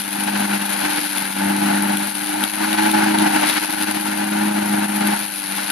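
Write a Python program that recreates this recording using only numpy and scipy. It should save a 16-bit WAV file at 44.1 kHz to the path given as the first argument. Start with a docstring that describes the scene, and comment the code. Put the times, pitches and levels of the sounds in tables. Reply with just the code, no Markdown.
"""Mowing long grass

A petrol mower is pushed through thick grass nearby. Its two-ended blade drones, drifting a little
in pitch, while the four-stroke engine fires every second turn. Air and clippings roar in the
deck (the steel shell over the blade), leaves shred with a pulsing hiss, and tough stalks snap."""
import sys
import numpy as np
from scipy import signal
from scipy.fft import rfft, irfft
from scipy.io import wavfile

SR = 44100
rng = np.random.default_rng(int(sys.argv[2]) if len(sys.argv) > 2 else 0)


def inscribe(sig):
    """Save sig as 16-bit PCM at rate SR to the path in sys.argv[1].

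    A 1-D sig is mono; a 2-D sig holds one channel per row.
    Samples are clipped to [-1, 1] before scaling.
    """
    pcm = np.round(np.clip(np.atleast_2d(sig).T, -1, 1) * 32767)
    wavfile.write(sys.argv[1], SR, pcm.astype(np.int16))


N = 251811
T = np.arange(N) / SR
FREQS = np.maximum(np.arange(N // 2 + 1) * SR / N, 1)

# how often a blade end sweeps past, twice per turn: t/s, f/Hz
BLADE_RATE = [(0.0, 100.2), (0.1, 99.8), (0.19, 101.7), (1.04, 99.8), (1.32, 97.8), (1.52, 100.4),
              (2.07, 101.3), (2.2, 100.0), (2.77, 105.1), (2.96, 105.4), (3.44, 101.3), (3.81, 102.7),
              (4.15, 102.6), (4.45, 104.0), (4.69, 102.5), (5.19, 103.1), (5.5, 98.0), (5.7, 101.0)]
# the drone's main tones, at 2 and 3 times the blade rate: t/s, second level/dB, third level/dB
DRONE_LEVELS = [(0.0, -35, -46), (0.08, -34.5, -35.7), (0.37, -24, -31.5), (0.53, -24.5, -33),
                (0.74, -33, -38), (0.86, -34.5, -29), (0.96, -42, -31.5), (1.35, -31, -37.5),
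                (1.47, -22, -25), (1.91, -23.5, -28.5), (2.1, -32.5, -37), (2.32, -40, -31),
                (2.41, -26, -25.5), (2.5, -42.5, -39.3), (2.6, -29, -26.5), (3.21, -21, -20.5),
                (3.53, -40, -30.5), (4.42, -22, -26.5), (4.95, -24.1, -30.5), (5.1, -21.7, -29),
                (5.25, -38, -40), (5.45, -45, -39), (5.52, -37.5, -42), (5.7, -37.5, -36)]
# how much grass the blade takes in, given as a loudness: t/s, level/dB
GRASS_LOAD = [(0.0, -32), (0.35, -26.5), (0.78, -28), (0.83, -26.5), (1.3, -29), (1.72, -26.5), (2.1, -30),
              (2.36, -29.5), (2.43, -25.5), (2.52, -32), (2.61, -24.6), (3.54, -24), (3.74, -27),
              (4.88, -29), (5.15, -26), (5.25, -31), (5.47, -33.5), (5.59, -29.5), (5.7, -26)]
# how each layer follows the mowing: usual level/dB, then dB per dB of load, second tone, third tone
RING_RULE = (-29.5, 0.83, 0.26, 0.32)
ROAR_RULE = (-28.5, 1.11, 0.05, 0.01)
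HISS_RULE = (-30.5, 0.56, -0.07, -0.1147)
RASP_RULE = (-45.5, 1.7, -.5, -0.34)
# big clumps of leaves torn off by the blade: t/s, level/dB
CLUMPS = [(0.278, -23.5), (0.362, -23), (0.535, -25.5), (0.855, -19), (0.985, -26), (1.165, -29),
          (1.225, -30), (1.9, -23), (2.72, -31), (2.785, -20), (2.861, -23.5), (2.95, -23), (3.08, -24),
          (3.268, -20.5), (3.366, -23), (3.44, -22), (3.574, -19), (3.887, -27.5), (4.743, -26),
          (5.019, -23), (5.51, -32), (5.594, -26)]
# stalks hit by the blade: t/s, level/dB, extra level of the knock/dB
STALKS = [(0.155, -14.5, -23), (0.848, -17, 1), (1.181, -9.5, -10), (1.5638, -13, -25), (1.822, -10, -29),
          (1.921, -15, -24), (1.9702, -7, -10), (2.4374, -6.5, -1), (2.7285, -10.5, -0.5),
          (2.8617, -11, -17), (2.914, -11, -6), (3.1854, -10, 0), (3.36, -25, 0), (3.497, -15, 8),
          (5.072, -8, -20)]
# weaker tones of blade (whole numbers) and exhaust (quarters): multiple of blade rate, level/dB
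OVERTONES = [(1, -29), (1.25, -32), (1.5, -33), (1.75, -25.5), (2.25, -33), (2.5, -33.5), (3.25, -24),
             (3.5, -23), (4, -24.5), (5, -23), (6, -19), (7, -17)]
# tones that the steel deck rings with: multiple of blade rate, level/dB
DECK_TONES = [(7.5, -13), (7.75, -19.5), (8.25, -15), (9, -12), (10, -25.5)]
# the tone colour of each noise, from low to high: f/Hz, level/dB
RUMBLE_COLOUR = [(25, -70), (45, -42), (70, -18), (100, -7), (145, -23), (185, -16), (260, 2.5),
                 (335, 16.5), (400, -17), (520, -30), (900, -45)]
DECK_COLOUR = [(40, -68), (250, -6), (400, -19.5), (500, -27.5), (620, -7.5), (740, -7.5), (830, 1),
               (930, -8), (1080, -18), (1500, -12), (3000, -42)]
ROAR_COLOUR = [(30, -60), (200, -53), (500, -1), (900, 2), (1180, -6.5), (1500, 4.5), (1850, 0.5),
               (2900, -2.5), (3500, -9), (4100, -6.5), (5400, -15.5), (6600, -14.5), (7500, -21),
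               (14000, -38)]
HISS_COLOUR = [(100, -57), (1000, -32), (2200, -11.5), (4200, -14.5), (5400, -23), (6600, -15),
               (7500, -26.5), (8400, -16), (9500, -3.5), (10200, 0), (11200, -2.5), (12300, -10),
               (13300, -17), (14000, -34)]
RASP_COLOUR = [(1200, -30), (2700, -1.5), (4700, 1), (6500, -11.5), (7800, -23)]
KNOCK_COLOUR = [(25, -45), (70, -24), (200, -4), (500, -5), (1500, -10), (3700, 3), (5500, -23),
                (8000, -19), (12000, -14)]
# how sound reaches the two sides: f/Hz, left minus right level/dB, left lead/rad, likeness (0 to 1)
STEREO = [(110, 6, -0.4, 0.95), (185, 0.8, -0.05, .998), (270, 0, 0.1, .98), (311, -1.4, 1.08, .995),
          (466, 5, 2.6, 0.8), (660, 3.5, 3.5, 1), (847, -1.5, 4.5, 0.94), (1120, 8, 6, 0.73),
          (1550, -0.5, 6, 0.93), (1850, 8, 5, 0.75), (3000, 7.5, 6, 0.53), (3800, -0.5, 6.5, 0.65),
          (5270, 0, 7.5, 0.3), (6500, 7, 4.5, 0), (10100, 7.5, 7.5, 0.71), (13500, 11.5, 7, 0.3)]
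# a short echo that lifts some pitches and weakens others: f/Hz, left strength, right strength
ECHO = [(310, 0, -0.11), (435, 0.062, 0.61), (697, 0.13, -0.068), (930, 0.16, -0.1), (1140, 0.012, 0.53),
        (1570, 0, 0.2), (2100, 0.45, -0.91), (3060, 0.15, -0.13), (3580, 0.16, 0.4), (4540, 0.85, -0.46),
        (6300, 0.42, -0.22)]

USUAL_DB = -28  # load and drone level at which a layer has its usual level
CLUMP_HALF_S, CLUMP_SURGE_DB = .019, 2.5  # half a crunch's length; most it lifts drone and deck
MODE_HZ, MODE_WIDTH_HZ = 844, 14  # the deck's sharpest resonance
SNAP_RISE_S, ECHO_S, TOP_HZ = .0012, .01, 13750
DIRECT = np.array([[1], [0]])  # pure tones go in the direct row only, not the scattered one


def undb(db):
    """Turn decibels into a gain."""
    return 10 ** (np.asarray(db) / 20)


def unit(x):
    """Scale a signal to an average strength (rms) of 1."""
    return x / np.sqrt(np.mean(x ** 2))


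def over_time(table):
    """Spread each column of a time table over all samples."""
    times, *columns = np.transpose(table)
    return [np.interp(T, times, column) for column in columns]


def over_pitch(table):
    """Spread each column of a frequency table over all frequencies."""
    hz, *columns = np.transpose(table)
    return [np.interp(np.log(FREQS), np.log(np.sort(hz)), column) for column in columns]


def colour(x, spectrum):
    """Give x a tone colour and a strength of 1."""
    return unit(irfft(rfft(x) * undb(over_pitch(spectrum)[0]), N))


def noise():
    """Two rows of unrelated noise: the direct sound and its scattered part."""
    return rng.standard_normal((2, N))


def wander(rate_hz):
    """A smooth random wobble of strength 1, changing up to about rate_hz times a second."""
    return unit(irfft(rfft(rng.standard_normal(N)) / (1 + (FREQS / rate_hz) ** 4), N))


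def dips(rate_hz, fall_s, recover_s):
    """Brief drops at random moments, scaled to strength 1."""
    moments = (rng.random(N) < rate_hz / SR) * 1.
    shape = (1 - np.exp(-T / fall_s)) * np.exp(-T / recover_s)
    drops = signal.fftconvolve(moments, shape)[:N]
    return -unit(drops - drops.mean())


def pulse(cycles, sharpness):
    """One swell in every cycle."""
    return unit(np.exp(sharpness * np.cos(2 * np.pi * cycles)))


def shaft_tones(passes, table, wobble_db):
    """Tones in step with the engine shaft, each wobbling in level by about wobble_db."""
    angle = 2 * np.pi * passes
    tones = (undb(db + wobble_db * wander(23)) * np.sin(multiple * angle + rng.uniform(0, 2 * np.pi))
             for multiple, db in table)
    return np.sqrt(2) * sum(tones)


def follow(rule, *levels_db):
    """A layer's level in dB as it moves with the load and the two drone tones."""
    base_db, *slopes = rule
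    return base_db + sum(slope * (db - USUAL_DB) for slope, db in zip(slopes, levels_db))


def stereo(sound):
    """Direct and scattered sound reach left and right with their own level and timing."""
    direct, scattered = rfft(sound)
    pan_db, lead, likeness = over_pitch(STEREO)
    likeness = np.clip(likeness, 0, 1)
    left = direct * undb(pan_db)
    right = (likeness * direct + np.sqrt(1 - likeness ** 2) * scattered) * np.exp(-1j * lead)
    same_power = np.sqrt(2 / (1 + undb(pan_db) ** 2))
    return irfft(np.array([left, right]) * same_power, N)


def stalk_snaps():
    """Each tough stalk bursts in a few milliseconds of crackle and knocks the deck."""
    crackle, knock = np.zeros(N), np.zeros(N)
    for start, db, knock_db in STALKS:
        age = np.maximum(T - start, 0) / SNAP_RISE_S
        burst = undb(db) * age * np.exp(1 - age)
        crackle += undb(-6.5) * burst
        knock += undb(knock_db - 4.5) * burst
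    return crackle * colour(noise(), HISS_COLOUR) + knock * colour(noise(), KNOCK_COLOUR)


def leaf_shredding(passes, hiss_db, rasp_db, drone_db):
    """Each blade end shreds a tuft of leaves with a hiss and a rasp."""
    sharpness = np.interp(drone_db, [-38, -26], [.42, .16])  # clearer strokes when the drone is weak
    tufts = undb(1.85 * wander(63) + 2 * wander(810))
    contact = passes + 0.08 * wander(40)  # each stroke lands a little early or late
    strokes = noise() * tufts * pulse(contact, sharpness)
    hiss = undb(hiss_db + 2) * colour(strokes, HISS_COLOUR)
    rasp = undb(rasp_db) * colour(strokes, RASP_COLOUR)
    return hiss + rasp


def deck_ring(passes, blade_hz, db):
    """Gusts and shaft tones ring the steel deck; it sings when 8 times the blade rate nears MODE_HZ."""
    gusts = colour(noise() * pulse(passes, sharpness=0.12), DECK_COLOUR)
    response = undb(3) / (1 + 2j * (8 * blade_hz - MODE_HZ) / MODE_WIDTH_HZ)
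    singing = np.imag(response * np.exp(2j * np.pi * 8 * passes))
    ring = gusts + DIRECT * (singing + shaft_tones(passes, DECK_TONES, wobble_db=0))
    sharing = np.sqrt(1 + np.abs(response) ** 2 / 2)  # the singing takes its share of the energy
    return undb(db + 1.77 + 1.16 * wander(21)) * ring / sharing


def clump_swells():
    """One short swell in loudness for each big clump the blade tears off."""
    return sum(undb(db) * np.exp(-2 * ((T - middle) / CLUMP_HALF_S) ** 2) for middle, db in CLUMPS)


def air_roar(passes, db, crunches):
    """Swirling air and clippings pelt the deck, pulsing with the blade; torn clumps add crunches."""
    strength = np.hypot(undb(db + 1.02), crunches)
    pelting = undb(0.6 * wander(360) + 0.72 * wander(69))
    roar = colour(noise() * pelting * pulse(passes, sharpness=0.058), ROAR_COLOUR)
    rumble_db = np.interp(db, [-30, -22], [-24, -16])  # a heavier cut rumbles more
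    rumble = undb(rumble_db) * colour(noise(), RUMBLE_COLOUR)
    return strength * (roar + rumble)


def blade_drone(passes, second_db, third_db):
    """The spinning blade hums over the throb of the exhaust and the air churning under the deck."""
    angle = 2 * np.pi * passes
    second = undb(second_db + 0.85 * wander(37)) * np.sin(2 * angle)
    third = undb(third_db + wander(20)) * np.sin(3 * angle)
    strength = np.hypot(undb(second_db), undb(third_db)) + undb(-37.5)
    tones = np.sqrt(2) * (second + third) + strength * shaft_tones(passes, OVERTONES, wobble_db=2.5)
    # churning grows mostly with the higher tone, as the deck fills with clippings
    churn = np.hypot(undb(second_db - 22), undb(third_db - 18)) * colour(noise(), RUMBLE_COLOUR)
    return DIRECT * tones + churn


def scene():
    """One shaft drives drone, ring, roar and hiss; they waver together while stalks snap on top."""
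    blade_hz, = over_time(BLADE_RATE)
    passes = np.cumsum(blade_hz) / SR  # how many blade ends have swept past so far
    second_db, third_db = over_time(DRONE_LEVELS)
    load_db, = over_time(GRASS_LOAD)
    ring_db, roar_db, hiss_db, rasp_db = (follow(rule, load_db, second_db, third_db)
                                          for rule in (RING_RULE, ROAR_RULE, HISS_RULE, RASP_RULE))
    crunches = clump_swells()
    surge_db = CLUMP_SURGE_DB * np.minimum(crunches / undb(load_db), 1)
    waver = dips(rate_hz=45, fall_s=0.015, recover_s=0.01)
    drone = blade_drone(passes, second_db, third_db) * undb(surge_db + 1.87 * waver)
    ring = deck_ring(passes, blade_hz, ring_db + surge_db + 1.73 * waver)
    roar = air_roar(passes, roar_db + 1.7 * waver, crunches)
    hiss = leaf_shredding(passes, hiss_db, rasp_db, second_db) * undb(0.79 * waver)
    return stereo(drone + ring + roar + hiss + stalk_snaps())


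def record(dry):
    """A short echo colours the sound, the tallest peaks are rounded, and the highest treble is cut."""
    ripple = 1 + np.array(over_pitch(ECHO)) * np.exp(-2j * np.pi * FREQS * ECHO_S)
    echoed = irfft(rfft(dry) * ripple, N)
    rounded = echoed / (1 + (echoed / .8) ** 6) ** (1 / 6)
    lowpass = signal.ellip(10, .2, 80, TOP_HZ, fs=SR, output="sos")
    return signal.sosfilt(lowpass, rounded)


dry = scene()
out = record(dry)
inscribe(out)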